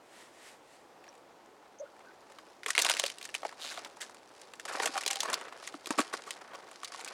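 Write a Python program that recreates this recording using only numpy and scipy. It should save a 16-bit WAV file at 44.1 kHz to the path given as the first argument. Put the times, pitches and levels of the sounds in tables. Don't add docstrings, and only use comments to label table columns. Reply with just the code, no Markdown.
import sys
import numpy as np
from scipy import signal
from scipy.fft import rfft, irfft
from scipy.io import wavfile
from scipy.ndimage import uniform_filter1d

SR = 44100
rng = np.random.default_rng(int(sys.argv[2]) if len(sys.argv) > 2 else 0)


def transcribe(u):
    v = np.clip(np.atleast_2d(u).T, -1, 1)
    q = np.round(v * 32767).astype(np.int16)
    wavfile.write(sys.argv[1], SR, q)


def how_loud(loudness_db):
    steps = np.asarray(loudness_db, float) / 20
    return 10 ** steps


N = 314675


def curve(rows):
    s, level_db, *more = np.transpose(rows)
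    t = np.arange(N) / SR
    level_db = np.interp(t, s, level_db, left=-120, right=-120)
    return [level_db] + [np.interp(t, s, column) for column in more]


def unit(x):
    return x / np.sqrt(np.mean(x ** 2) + 1e-18)


def colour(x, points):
    hz, db = np.transpose(points)
    grid_hz = np.maximum(np.arange(1025) * SR / 2048, 1)
    log_gain = np.interp(np.log(grid_hz), np.log(hz), db) * np.log(10) / 20
    cepstrum = irfft(log_gain)
    cepstrum[1:1024] *= 2
    cepstrum[1025:] = 0
    impulse = irfft(np.exp(rfft(cepstrum)))
    return signal.fftconvolve(x, impulse)[:len(x)]


def ring(x, hz, width_hz):
    return signal.lfilter(*signal.iirpeak(hz, hz / width_hz, SR), x)


def band(x, lo_hz, hi_hz):
    return signal.sosfilt(signal.butter(2, [lo_hz, hi_hz], "band", fs=SR, output="sos"), x)


def walk(rate):
    k = int(SR / rate)
    held = np.repeat(rng.standard_normal(N // k + 1), k)
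    return 1.3 * uniform_filter1d(uniform_filter1d(held, k), k)[:N]


def crackle(size, rate, spread_db):
    chance = rng.random((3, size))
    hit = chance[0] < rate / SR
    sign = np.sign(chance[1] - 0.5)
    return hit * sign * how_loud(-spread_db * np.log(1 - 0.97 * chance[2]))


def add(out, s, x, db):
    i = int(s * SR)
    x = x[:len(out) - i]
    out[i:i + len(x)] += x * how_loud(db) / np.max(np.abs(signal.hilbert(x)))


def shards(rate, spread_db, life_s, bed):
    t = np.arange(512) / SR
    hits = np.abs(crackle(N, rate, spread_db))
    rattle = signal.fftconvolve(hits, np.exp(-t / life_s))[:N]
    return (unit(rattle) + bed) * rng.standard_normal(N)


STROKE_RANGE_DB = 20.5


def strokes(rows):
    t = np.arange(N) / SR
    levels_db = [db - STROKE_RANGE_DB * np.maximum((s - t) / rise_s, (t - s) / fall_s)
                 for s, db, rise_s, fall_s in rows]
    return np.max(levels_db, axis=0)


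TRAIL = 0.2


def add_fracture(out, s, db, hz, body_db, treble_db, t60_s, rise_s, first):
    t = np.arange(4096) / SR
    decay = how_loud(-60 * t / t60_s) + TRAIL * how_loud(-20 * t / t60_s)
    fade = (1 - np.exp(-t / rise_s)) * decay * np.cos(np.pi * t / t[-1] / 2)
    swarm = fade * crackle(size=4096, rate=12000, spread_db=3.5)
    swarm[16] = first * np.max(np.abs(swarm))
    mode = unit(ring(swarm, hz, hz * hz / 9000 + 40))
    plate = mode + 0.5 * unit(band(swarm, 0.57 * hz, min(2.19 * hz, 6500)))
    treble = band(band(swarm, 3950, 8350), 3940, 15400)
    body = band(band(swarm, 424, 1160), 335, 1260)
    add(out, s, plate, db + 0.015)
    add(out, s, treble, db + treble_db)
    add(out, s + 0.0012, body, db + body_db)


# (frequency [Hz], relative density [dB per Hz])
RUSH_SPECTRUM = [(15, -70), (25, -26.5), (170, -13), (344, -2.5), (476, -2.5), (545, -2), (624, -3.5),
                 (796, -1.5), (962, -5), (1520, -13), (2220, -17.5), (7510, -26.5), (16000, -39.5)]
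RUSH_DB = -58.5


def wood():
    rush = unit(colour(rng.standard_normal(N), RUSH_SPECTRUM))
    return how_loud(RUSH_DB + 0.5 * walk(11)) * rush


# (peak time [s], level [dB], rise [s], fall [s])
SWISH_STROKES = [(0.214, -54, 0.22, 0.13), (0.484, -52, 0.24, 0.12), (0.746, -61.5, 0.26, 0.17)]
# (frequency [Hz], relative density [dB per Hz])
NYLON_SPECTRUM = [(710, -29), (1200, -7), (1870, 2), (2200, -3), (5900, -10), (8260, -8.5), (11200, -17),
                  (16000, -35)]


def swish():
    level_db = strokes(SWISH_STROKES) + 0.81 * walk(40.8)
    return how_loud(level_db) * unit(colour(crackle(N, rate=8300, spread_db=2.5), NYLON_SPECTRUM))


# (time [s], fine level [dB], thick level [dB])
GRIND_LEVELS = [(0.9, -80, -70.5), (1.7, -79, -67), (2.0, -73, -63), (2.5, -69, -67.5), (2.64, -70, -73),
                (2.74, -58, -60), (2.8, -38, -49), (2.92, -39, -46.5), (3.08, -49.5, -53),
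                (3.16, -58, -68.5), (3.56, -65.5, -59), (3.68, -46, -54.5), (3.8, -57, -53),
                (3.92, -66, -57), (4.28, -69, -66.5), (4.4, -60.5, -64), (4.62, -74, -73), (4.68, -55, -42),
                (4.84, -44, -41.5), (5.04, -50.5, -50.5), (5.16, -47, -53), (5.3, -52.5, -39.5),
                (5.46, -62, -48), (5.54, -70, -55.5), (5.64, -49, -56.5), (5.76, -65, -61), (6.0, -54, -50),
                (6.34, -61, -56), (6.5, -67, -52), (6.74, -61.5, -60.5), (7.04, -53.5, -56.5),
                (7.13, -55, -52)]
# (frequency [Hz], relative density [dB per Hz])
SHARD_SPECTRUM = [(710, -57), (1200, 0.5), (2200, 3.5), (3320, 3), (4910, 6), (5900, 2.5), (7660, -2),
                  (10400, -5), (16000, -50)]
SLIDE_DB, SLIDE_S = -14.5, 0.01


def grind(snapped):
    fine_db, thick_db = curve(GRIND_LEVELS)
    keep = np.exp(-1 / (SLIDE_S * SR))
    slide = how_loud(SLIDE_DB) * np.sqrt(signal.lfilter([1 - keep], [1, -keep], snapped ** 2))
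    fine = unit(colour(shards(rate=300, spread_db=5, life_s=0.0012, bed=0.45), SHARD_SPECTRUM))
    thick = unit(band(shards(rate=200, spread_db=5, life_s=0.011, bed=0.35), 364, 1720))
    underway = np.arange(N) / SR > GRIND_LEVELS[0][0]
    return (how_loud(fine_db) + slide) * fine + underway * how_loud(thick_db) * thick


SMALL_SNAPS_PER_S = 12
SMALL_DB, SMALL_SCATTER_DB = 10.5, 3.5
SMALL_BODY_DB, SMALL_TREBLE_DB = -10.5, -7
SMALL_LOW_HZ, SMALL_OCTAVES = 847, 2.06


def small_snaps():
    count = int(SMALL_SNAPS_PER_S * N / SR)
    when, pitch = rng.random((count, 2)).T
    size, body, treble = rng.standard_normal((count, 3)).T
    position = when * (N - 1)
    grind_db = curve(GRIND_LEVELS)[1][position.astype(int)]
    rows = np.transpose([position / SR - 0.002,
                         grind_db + SMALL_DB + SMALL_SCATTER_DB * size,
                         SMALL_LOW_HZ * 2 ** (SMALL_OCTAVES * pitch ** 2),
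                         SMALL_BODY_DB + 6 * body,
                         SMALL_TREBLE_DB + 7 * treble])
    return snaps(rows[rows[:, 0] > GRIND_LEVELS[0][0]])


# (time [s], plate level [dB], plate ring [Hz], low body re plate [dB], treble re plate [dB])
LOUD_SNAPS = [(1.0406, -42.5, 2000, -15, -12), (1.0665, -46, 2040, -15, -20),
              (1.079, -41.5, 1650, -14, -13), (1.1524, -49.5, 2030, -12, -2), (1.1774, -54, 1130, -2, 1),
              (2.3195, -45.5, 1730, -14, -3), (2.386, -37, 1620, -29, -34), (2.6329, -29.5, 2100, -31, -22),
              (2.6613, -18.5, 2010, -15, -9), (2.7039, -20, 1680, -37, 3), (2.751, -18, 2090, -28, -12),
              (2.7788, -6.5, 2050, -19, -10), (2.7903, -13, 3200, -18, -9), (2.7963, -20.5, 1990, -9.5, -2),
              (2.8161, -20.5, 3380, -34, 0), (2.8199, -11.5, 4950, -24, -12), (2.8477, -15, 2820, -20, -4),
              (2.853, -20, 1070, -32, -19), (2.8657, -27, 940, -25, 1), (2.8826, -34, 1780, -11, -3),
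              (2.8885, -16.5, 2200, -27, -11), (2.8973, -10.5, 2870, -12, -9),
              (2.9074, -18.5, 1340, -11, -5), (2.9378, -20.5, 2700, -12, -10), (2.9487, -28, 3410, -16, -8),
              (2.9685, -21.5, 2360, -20, -9), (2.9965, -11.5, 3700, -16, -8),
              (3.0383, -15.5, 2630, -14, -12), (3.0625, -19.5, 3900, -18, -14),
              (3.0997, -25.5, 3080, -27, -11), (3.184, -32, 3970, -29, -8), (3.2128, -31, 2520, -29, -16),
              (3.227, -29.5, 3970, -23, -12), (3.2524, -34.5, 1920, -27, 5.5),
              (3.2898, -34.5, 1820, -18, -12), (3.3419, -23.5, 2180, -27, -6),
              (3.3493, -17.5, 2600, -16.5, -11), (3.3684, -48, 4100, -22, -22), (3.419, -42, 3980, -9, -17),
              (3.4314, -32.5, 1150, -2, -27), (3.4511, -27, 940, 0, -32), (3.4916, -35, 1760, -13, -23),
              (3.525, -35, 975, -13, -14), (3.7746, -28, 1520, -4.5, -17), (3.8478, -27.5, 3460, -20, -27),
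              (3.9689, -41, 902, -11, -3), (4.0158, -29, 3560, -27, -17), (4.0271, -33, 1680, -22, -10),
              (4.0961, -37, 930, -10, -5), (4.145, -44, 1360, -17, 1), (4.4143, -47, 1670, -16, 6),
              (4.5362, -32.5, 1710, -28, -7), (4.5544, -55, 1020, -14, 9), (4.5972, -30.5, 1830, -24, -1.5),
              (4.6524, -31, 1060, -4, 2), (4.7693, -32, 1880, -1, -12), (4.7995, -19, 1970, -3.5, -27),
              (4.8325, -23.5, 1410, -8, 0), (4.8572, -17.5, 2680, -7.5, -1), (4.8735, -21.5, 1750, -22, -6),
              (4.9546, -28.5, 1370, -6, -11), (4.9662, -25.5, 1170, -10, -11), (4.9772, -19, 1180, -16, -3),
              (5.0095, -30, 2110, -24, 3.5), (5.035, -27, 2820, -26, -9), (5.0622, -16, 3670, -14.5, -14),
              (5.078, -13, 4210, -29, -8), (5.1036, -23.5, 1750, -21, -7), (5.1103, -20.5, 2910, -20, 3),
              (5.1308, -24.5, 3280, -15, -2), (5.1567, -22.5, 3800, -14.5, -12),
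              (5.2041, -17, 4070, -32, -15), (5.232, -23.5, 1020, -20, -0.5), (5.2565, -25, 1030, -22, -26),
              (5.2799, -33, 1120, -16, -16), (5.2998, -25.5, 1070, -25, -2),
              (5.3409, -12.5, 4240, -31, -22), (5.3777, -44, 1030, -11, -20), (5.4001, -47, 1340, -16, -19),
              (5.4213, -39.5, 1260, -12, -18), (5.4824, -35, 1410, -7, -20), (5.5243, -33, 990, -16, -22),
              (5.6266, -37, 1370, -2, -16), (5.6745, -28.5, 1800, -19, 2), (5.7408, -34, 1300, 0, -17),
              (5.8586, -25, 3100, -28, -16), (5.8701, -33, 1180, -15, 2.5), (5.906, -20.5, 930, -34, -2),
              (5.9518, -43, 1060, 3, -6), (5.9853, -18, 1280, -2.5, -34), (5.991, -17.5, 1350, -6, -4.5),
              (6.0029, -23, 1980, -7, 0), (6.0154, -29, 1300, -13, -17), (6.1271, -33.5, 1240, 0.5, -16),
              (6.1372, -23.5, 1450, -3.5, -5.5), (6.148, -37, 1290, -9, -17), (6.3069, -21, 3800, -29, -9),
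              (6.4114, -41.5, 1040, -21, -13), (6.5346, -36.5, 1130, -12, -27),
              (6.543, -38, 1170, -11, -27), (6.5488, -33.5, 1100, -8, -19), (6.5836, -44, 1140, 5, -26),
              (6.7135, -36, 1210, -15, -4), (6.8323, -29.5, 1170, -13, -8), (6.846, -24, 3740, -27, -11),
              (6.9207, -35.5, 1150, -13, -2), (6.9462, -31.5, 1080, -27, -14), (7.01, -33.5, 2320, -12, -4),
              (7.0465, -29, 3800, -29, 1), (7.0763, -29, 2370, -26, -10), (7.0824, -32, 3690, -26, -11)]
SNAP_T60_S, SNAP_RISE_S = 0.016, 0.00047
THICK_SLOWER, T60_SCATTER = 0.18, 0.16


def snaps(rows):
    out = np.zeros(N)
    for s, db, hz, body_db, treble_db in rows:
        scatter = np.exp(T60_SCATTER * rng.standard_normal())
        t60_s = SNAP_T60_S * (2000 / hz) ** THICK_SLOWER * scatter
        add_fracture(out, s, db, hz, body_db, treble_db, t60_s, SNAP_RISE_S, first=1.365)
    return out


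# (start time [s], length [ms], top pitch [Hz], peak level [dB], roughness [0-1])
RUBBER_SQUEAKS = [(1.086, 9, 5700, -46, .5), (1.796, 50, 630, -37, 0.1), (1.782, 35, 6300, -47, 1),
                  (1.843, 31, 1450, -48, 0.7), (2.035, 85, 1550, -50, 1)]
SQUEAK_BEND_HZ = 120


def squeaks():
    out = np.zeros(N)
    for s, length_ms, top_hz, db, rough in RUBBER_SQUEAKS:
        n = int(length_ms * SR / 1000)
        hz = top_hz - SQUEAK_BEND_HZ * np.abs(np.linspace(-1, 1, n))
        grip = 1 - rough + rough * walk(top_hz / 5)[:n]
        size = signal.windows.tukey(n, 0.4) * how_loud(walk(61)[:n]) * grip
        add(out, s, size * np.sin(2 * np.pi * np.cumsum(hz) / SR), db)
    return out


# (start time [s], peak level [dB], pitch [Hz], t60 [s])
HOLLOW_KNOCKS = [(2.661, -41.5, 430, 0.087), (3.037, -26, 572, 0.025), (3.431, -32, 766, 0.027),
                 (3.45, -25.5, 850, 0.033), (4.856, -38, 490, 0.038), (4.89, -41, 296, 0.044),
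                 (5.06, -39, 438, 0.057), (5.743, -38, 286, 0.072), (5.871, -39.5, 340, 0.027),
                 (5.905, -25.5, 280, 0.03), (5.979, -31.5, 325, 0.073), (5.994, -23, 307, 0.048),
                 (6.136, -36.5, 315, 0.045), (6.268, -45.5, 454, 0.069)]


def knocks():
    out, t = np.zeros(N), np.arange(4096) / SR
    for s, db, hz, t60_s in HOLLOW_KNOCKS:
        push = (1 - np.exp(-t / 0.00077)) ** 2 * how_loud(-60 * t / t60_s)
        tone = np.sin(2 * np.pi * hz * t + 1.22 * walk(154)[:4096])
        add(out, s, band(push * tone, 232, 1550), db)
    return out


# (time [s], plate level [dB], plate ring [Hz], treble re plate [dB], t60 [s])
CRUMBLES = [(2.681, -28, 1150, 1, 0.036), (3.24, -35.5, 3730, -20, .04), (3.71, -35.5, 1510, -3, 0.071),
            (4.004, -33, 1670, 1.5, 0.13), (4.68, -31, 1500, -7, .07), (4.721, -34.5, 1170, -2, 0.13),
            (4.82, -30.5, 1020, 3, 0.12), (5.248, -30, 1070, -24, 0.033), (5.329, -21.5, 1030, -0.5, 0.019),
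            (5.667, -41, 2900, -1, 0.018), (5.977, -28.5, 1400, 0.5, 0.13), (6.265, -36, 1140, -9, .09),
            (6.984, -37, 950, -10, 0.08)]
CRUSH_BODY_DB, CRUSH_RISE_S = -14, 0.0052


def crushes():
    out = np.zeros(N)
    for s, db, hz, treble_db, t60_s in CRUMBLES:
        add_fracture(out, s, db, hz, CRUSH_BODY_DB, treble_db, t60_s, CRUSH_RISE_S, first=0.5)
    return out


# (time [s], level [dB], slip rate [1/s])
SCRAPE_PATH = [(3.59, -57, 170), (3.62, -44.5, 160), (3.65, -43, 130), (3.7, -45.5, 170), (3.73, -49, 140),
               (3.79, -53, 99), (3.81, -75, 170)]
# (frequency [Hz], width [Hz], relative level [dB])
SOLE_MODES = [(3760, 2300, -9.5), (6200, 2300, -18), (8100, 5900, -24)]


def scrape():
    level_db, slips_per_s = curve(SCRAPE_PATH)
    phase = np.cumsum(slips_per_s * (1 + 0.045 * walk(110))) / SR % 1
    grit = (np.exp(-phase / 0.2) + 0.2) * rng.uniform(-1, 1, N)
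    sole = sum(how_loud(db) * ring(ring(grit, hz, width_hz), hz, width_hz) for hz, width_hz, db in SOLE_MODES)
    return how_loud(level_db) * unit(unit(sole) + 0.6 * unit(colour(grit, SHARD_SPECTRUM)))


# (peak time [s], level [dB])
SLAB_BUMPS = [(4.8, -42), (4.868, -47), (4.971, -35.5), (5.12, -42.5), (5.18, -49), (5.31, -48)]
SLAB_HZ, SLAB_WIDTH_HZ = 785, 45
SLAB_RISE_S, SLAB_FALL_S = 0.058, 0.035


def slab():
    once = ring(crackle(N, rate=250, spread_db=3), SLAB_HZ, SLAB_WIDTH_HZ)
    bumps_db = strokes([(s, db, SLAB_RISE_S, SLAB_FALL_S) for s, db in SLAB_BUMPS])
    return how_loud(bumps_db) * unit(ring(once, SLAB_HZ, SLAB_WIDTH_HZ))


TREES_T60_S, TREES_DB = 0.067, -21


def trees(near):
    t = np.arange(SR // 4) / SR
    scatter = band(rng.standard_normal(len(t)), 400, 6000) * how_loud(-60 * t / TREES_T60_S) * (t > 0.003)
    scatter = how_loud(TREES_DB) * scatter / np.sqrt(np.sum(scatter ** 2))
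    return signal.fftconvolve(near, scatter)[:N]


def scene():
    loud = snaps(LOUD_SNAPS) + crushes()
    ice = loud + small_snaps() + knocks() + grind(loud) + slab()
    near = ice + swish() + scrape() + squeaks()
    return (near + trees(near) + wood())[None]


def top_cut(x):
    return signal.sosfilt(signal.butter(12, 16760, fs=SR, output="sos"), x)


def record(dry):
    return top_cut(dry)


dry = scene()
out = record(dry)
transcribe(out)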